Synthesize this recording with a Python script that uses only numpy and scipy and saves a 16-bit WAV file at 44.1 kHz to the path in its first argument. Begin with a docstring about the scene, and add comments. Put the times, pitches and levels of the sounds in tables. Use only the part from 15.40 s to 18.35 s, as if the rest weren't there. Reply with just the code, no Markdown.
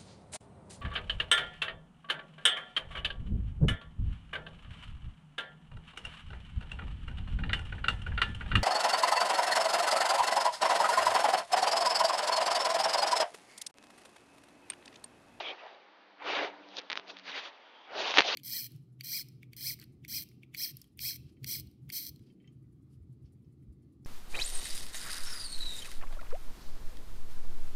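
"""Swelling rustles come first: cloth rubs on cloth and mat, close to a small clip-on microphone.
Dense fibre catches mixed with smooth friction noise are shaped in bands; taut drags ring through resonances.
Now and then a fibre snaps at the capsule, hardest near the end: a push-pull pulse with a short fizz.
A far motor hums faintly as two wavering sines over the room tone, steady dull noise."""
import sys
import numpy as np
from scipy import signal
from scipy.io import wavfile

SR = 44100
rng = np.random.default_rng(int(sys.argv[2]) if len(sys.argv) > 2 else 0)


def unload_audio(sound):
    """Save the sound as a 16-bit wav file, at the path given as the first command line argument."""
    columns = np.transpose(np.atleast_2d(sound))
    # keep every value between -1 and 1, then stretch to whole-number steps
    steps = np.round(np.clip(columns, -1, 1) * 32767)
    wavfile.write(sys.argv[1], SR, steps.astype(np.int16))


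def decibels_to_gain(level_db):
    """Convert a level in decibels to a linear amplitude gain (20 dB per decade)."""
    exponent = np.asarray(level_db, float) / 20
    return 10 ** exponent


N = 130095


def rms_one(x):
    """Scale to rms 1."""
    return x / np.sqrt(np.mean(x ** 2) + 1e-20)


def in_time(rows):
    """Join curve rows (time_s first) by straight lines."""
    time_s, *columns = np.transpose(rows)
    return [np.interp(np.arange(N) / SR, time_s, column) for column in columns]


def at_hz(points, hz):
    """Read a spectrum in dB on a log frequency axis."""
    point_hz, point_db = np.array(points).T
    return np.interp(np.log(hz), np.log(point_hz), point_db)


def drift(rate_hz):
    """Slow random wander of rms 1: noise through a double pole, run at SR / 40."""
    pole = np.exp(-80 * np.pi * rate_hz / SR)
    noise = rng.standard_normal(N // 40 + 2002)
    slow = signal.lfilter([1], [1, -2 * pole, pole * pole], noise)[2000:]  # settled part
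    return np.interp(np.arange(N) / 40, np.arange(len(slow)), rms_one(slow))


def bands(sources):
    """Yield third-octave bands (centre_hz, band), neighbours drawn from alternate sources."""
    edges_hz = 30 * 2 ** np.arange(0, 8.3, 1 / 3)
    for k, (low_hz, high_hz) in enumerate(zip(edges_hz, edges_hz[1:])):
        sos = signal.butter(2, [low_hz, high_hz], "band", fs=SR, output="sos")
        yield np.sqrt(low_hz * high_hz), signal.sosfilt(sos, sources[k % 2])


def rustle(patchy_db):
    """Cloth friction: sparse fibre catches plus smooth noise, each band on the nearest level curves."""
    # rubbing strength: time_s, weave_db (1.3-3 kHz), scuff_db (dull), hiss_db (fine)
    rub = [(0, -43.5, -37.5, -43), (0.035, -53, -51.0, -55.0), (0.06, -53.5, -47.5, -56),
           (0.09, -48, -44, -53), (0.12, -58, -47.5, -62), (0.16, -57.5, -56.5, -66),
           (0.195, -51, -57.5, -64.5), (0.23, -56, -54.5, -68), (0.27, -56, -57, -68.5),
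           (0.34, -62.5, -58.5, -70), (0.4, -68, -59, -76), (0.55, -70.0, -84, -80), (0.76, -77, -84, -90),
           (0.8, -52, -65, -82), (0.82, -50, -55, -70), (0.85, -45, -42, -56), (0.88, -36.5, -38, -45.5),
           (0.92, -37, -38.0, -43.0), (0.96, -33, -37.5, -45), (1.0, -36, -34.5, -48.5),
           (1.05, -40.5, -35.5, -47), (1.08, -45, -43, -57), (1.11, -56, -51, -71), (1.16, -59, -55, -71),
           (1.25, -64.5, -55, -70.0), (1.31, -64, -59.5, -62), (1.34, -58.0, -55.5, -61),
           (1.365, -61, -52, -49), (1.385, -46.5, -47, -39), (1.4, -53.0, -60, -62),
           (1.415, -58.0, -55.5, -68), (1.46, -66, -60.5, -71), (1.49, -63.5, -71, -67.0),
           (1.51, -48, -52.0, -72), (1.535, -43.5, -49, -62), (1.55, -58.5, -64, -68),
           (1.57, -53, -49, -47), (1.59, -59, -48.5, -62), (1.62, -62, -60, -70), (1.66, -66, -56, -70.0),
           (1.685, -58, -54, -56.5), (1.703, -47, -53, -45), (1.725, -68, -52, -62),
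           (1.75, -63, -56, -66.0), (1.79, -55, -75.0, -61.5), (1.83, -68, -88, -68.5),
           (1.855, -52, -57, -55), (1.895, -41.5, -49.5, -47), (1.925, -47.5, -57, -54),
           (1.955, -39.5, -50.5, -46), (1.98, -40.5, -45, -44.5), (2.015, -47.5, -57.5, -53.5),
           (2.055, -45.5, -51.5, -51), (2.085, -49, -53, -54), (2.11, -59, -56, -68.5),
           (2.15, -62, -66, -70), (2.3, -62.5, -71, -75), (2.44, -64.5, -70, -70.5),
           (2.49, -55, -54.5, -74), (2.52, -54.5, -46, -61.5), (2.56, -46.5, -41, -48.5),
           (2.6, -38.5, -36, -39), (2.64, -40.5, -41.5, -40.5), (2.69, -37.0, -36, -40.0),
           (2.72, -42, -40, -39), (2.733, -41.0, -51, -46), (2.755, -40.5, -35, -33.5),
           (2.77, -32.5, -36.5, -34.5), (2.79, -28.5, -21.5, -33), (2.815, -38, -40.5, -35.5),
           (2.835, -43.5, -49, -48), (2.855, -44.5, -42.5, -37), (2.885, -35.5, -38, -34.5),
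           (2.915, -38.5, -42.5, -33), (2.93, -35.5, -40, -36.5), (2.95, -39, -42, -34.5)]
    # colour of rubbing cloth: freq_hz, density_db (per Hz, relative)
    cloth = [(30, -27.5), (120, -29.5), (230, -17), (400, -0.5), (700, 1), (1200, -6), (2100, -11),
             (3200, -4), (4600, -7), (5800, -12), (6900, -14), (8200, -16)]
    catches_per_s, catch_spread_db, smooth_share = 500, 4, 0.72
    centres_hz = [604, 2100, 4600]  # scuff, weave, hiss
    widths_hz = np.array([750, 1700, 3000])

    caught = rng.random(N) < catches_per_s / SR
    catch_db = catch_spread_db * np.minimum(rng.exponential(1, N), 5)
    catches = rms_one(caught * decibels_to_gain(catch_db) * rng.choice([-1, 1], N))
    smooth = rng.standard_normal((2, N))
    sources = np.sqrt(smooth_share) * smooth + np.sqrt(1 - smooth_share) * catches

    weave_db, scuff_db, hiss_db = in_time(rub)
    # level of the coloured source in each range, before the curves act
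    base_db = at_hz(cloth, centres_hz) + 10 * np.log10(widths_hz * 2 / SR)
    gains_db = [curve - base for curve, base in zip((scuff_db, weave_db, hiss_db), base_db)]
    out = 0
    for hz, band in bands(sources):
        weights = [np.interp(np.log(hz), np.log(centres_hz), row) for row in np.eye(3)]
        level_db = sum(weight * gain for weight, gain in zip(weights, gains_db))
        out = out + band * decibels_to_gain(level_db + at_hz(cloth, hz) + patchy_db * drift(20))
    return out


def drags():
    """Taut cloth rings in a narrow range: noise twice through one resonance, swelling and fading."""
    # drags: start_s, length_s, centre_hz, width_hz (each pass), level_db (rms at the crest)
    drag_rows = [(0.032, 0.092, 3230, 600, -42), (.0, 0.14, 2370, 400, -45.5),
                 (0.219, 0.068, 716, 200, -51), (0.278, 0.11, 675, 250, -56.5),
                 (0.799, 0.046, 880, 349, -48.5), (1.374, 0.027, 470, 200, -47.5),
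                 (2.21, 0.35, 3230, 500, -64), (2.242, 0.36, 880, 251, -64), (2.515, 0.085, 586, 150, -47),
                 (2.642, 0.051, 810, 257, -45.5), (2.83, 0.044, 732, 250, -43)]
    out, t = np.zeros(N), np.arange(N) / SR
    for start_s, length_s, hz, width_hz, level_db in drag_rows:
        b, a = signal.iirpeak(hz, hz / width_hz, fs=SR)
        once = signal.lfilter(b, a, rng.standard_normal(N))
        ring = rms_one(signal.lfilter(b, a, once))
        phase = np.clip((t - start_s) / length_s, 0, 1)
        swell = np.sqrt(np.sin(np.pi * phase).clip(0))
        out += decibels_to_gain(level_db) * ring * swell
    return out


def snaps():
    """Each fibre snap is one push-pull of air, then a short fizz of settling fibres."""
    # snaps: time_s, level_db, pitch_hz
    snap_rows = [(1.288, -43, 4030), (1.3692, -25.5, 4600), (1.3841, -34.5, 3600), (1.388, -25, 4200),
                 (1.3925, -27, 4050), (1.3993, -35, 3500), (1.4158, -43.5, 4170), (1.4202, -46, 4140),
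                 (1.5009, -19.5, 2870), (1.5055, -20.5, 2200), (1.5173, -19, 2400), (1.5178, -47, 2400),
                 (1.5237, -28, 3000), (1.5297, -17.5, 3000), (1.5557, -22, 1780), (1.5745, -16.5, 2400),
                 (1.5972, -28.5, 2400), (1.6807, -37, 3470), (1.7695, -31.5, 2850), (1.7881, -36, 3600),
                 (1.7967, -35.5, 3600), (2.7085, -21.5, 3800), (2.7407, -14, 1900), (2.7731, -4.5, 2100),
                 (2.7745, -37, 2500), (2.7841, 0.5, 1850), (2.7863, -15.5, 2780), (2.7874, -1, 2374),
                 (2.7928, -4.5, 2100), (2.7941, -24, 2500), (2.8004, -16, 2500), (2.8061, -5.5, 2500),
                 (2.8202, -16.5, 2500)]
    width_s, rebound = 0.0001, 1.02  # Gaussian sigma; gain of the pull half
    tail_db, tail_t60_s, tail_band_hz = -13, 0.0071, [500, 4700]
    bass_cut_hz = 172

    out = np.zeros(N + SR)
    t, after_s = np.arange(-40, 41) / SR, np.arange(SR // 10) / SR
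    fizz_sos = signal.butter(1, tail_band_hz, "band", fs=SR, output="sos")
    fizz = rms_one(signal.sosfilt(fizz_sos, rng.standard_normal(N + SR)))
    # 1.367 brings the pulse peak near 1 at about 2.8 kHz
    window = 1.367 * np.exp(-0.5 * (t / width_s) ** 2) * np.where(t > 0, rebound, 2 - rebound)
    for time_s, level_db, pitch_hz in snap_rows:
        i = int(time_s * SR) - 4  # pulse centre
        out[i - 40:i + 41] += decibels_to_gain(level_db) * -np.sin(2 * np.pi * pitch_hz * t) * window
        decay = decibels_to_gain(level_db + tail_db - 60 * after_s / tail_t60_s)
        out[i + 8:i + 8 + len(after_s)] += decay * fizz[i:i + len(after_s)]
    return signal.sosfilt(signal.butter(2, bass_cut_hz, "high", fs=SR, output="sos"), out[:N])


def motor():
    """Second and third orders of a slowing far motor, wavering in pitch and level."""
    # motor: time_s, turns_hz, second_order_db, third_order_db
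    motor_rows = [(0, 101, -85, -85), (.4, 100, -83.5, -84), (.75, 98, -85, -78.5), (.9, 97.5, -86, -55),
                  (1.2, 98, -75.5, -60.5), (1.45, 97, -75.5, -69), (1.6, 94.5, -74.5, -67.5),
                  (1.8, 93.6, -70, -69.5), (1.95, 93.3, -75.5, -64), (2.1, 93, -90, -83),
                  (2.95, 93, -94, -84)]
    turns_hz, second_db, third_db = in_time(motor_rows)
    turn = 2 * np.pi * np.cumsum(turns_hz * (1 + 0.008 * drift(6.8))) / SR
    second = decibels_to_gain(second_db + 3.6 * drift(14)) * np.sin(2 * turn)
    third = decibels_to_gain(third_db + 4 * drift(21)) * np.sin(3 * turn)
    return np.sqrt(2) * (second + third)


def room_tone():
    """Steady dull air of the room: banded noise, each band wandering about 1 dB."""
    # room colour: freq_hz, density_db (per Hz, relative)
    tone_colour = [(24, -62), (40, -55), (130, -35.5), (241, -10), (645, -2.5), (877, -3), (1240, -5.5),
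                   (3100, -13), (4430, -17.5), (5800, -28.5), (7500, -42.5), (9750, -60)]
    room_db = -60.5  # rms
    sources = rng.standard_normal((2, N))
    out = sum(band * decibels_to_gain(at_hz(tone_colour, hz) + drift(3)) for hz, band in bands(sources))
    return decibels_to_gain(room_db) * rms_one(out)


def scene():
    """All sources at one microphone."""
    mix = rustle(patchy_db=1.91) + drags() + snaps() + motor() + room_tone()
    return mix[None]


def low_pass(x):
    """Removes everything above the highest recorded frequency."""
    return signal.sosfilt(signal.butter(12, 7870, fs=SR, output="sos"), x)


def record(dry):
    """The capsule rolls off, a narrow-band link cuts the top, circuit hiss adds a faint floor."""
    roll_off_hz, link_stop_hz, hiss_db = 5570, 7450, -98
    capsule = signal.butter(5, roll_off_hz, fs=SR, output="sos")
    link = signal.cheby2(12, 35, link_stop_hz, fs=SR, output="sos")
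    x = signal.sosfilt(capsule, dry)
    x = signal.sosfiltfilt(link, x)
    mix = x + decibels_to_gain(hiss_db) * rng.standard_normal(x.shape)
    return low_pass(mix)


dry = scene()
out = record(dry)
unload_audio(out)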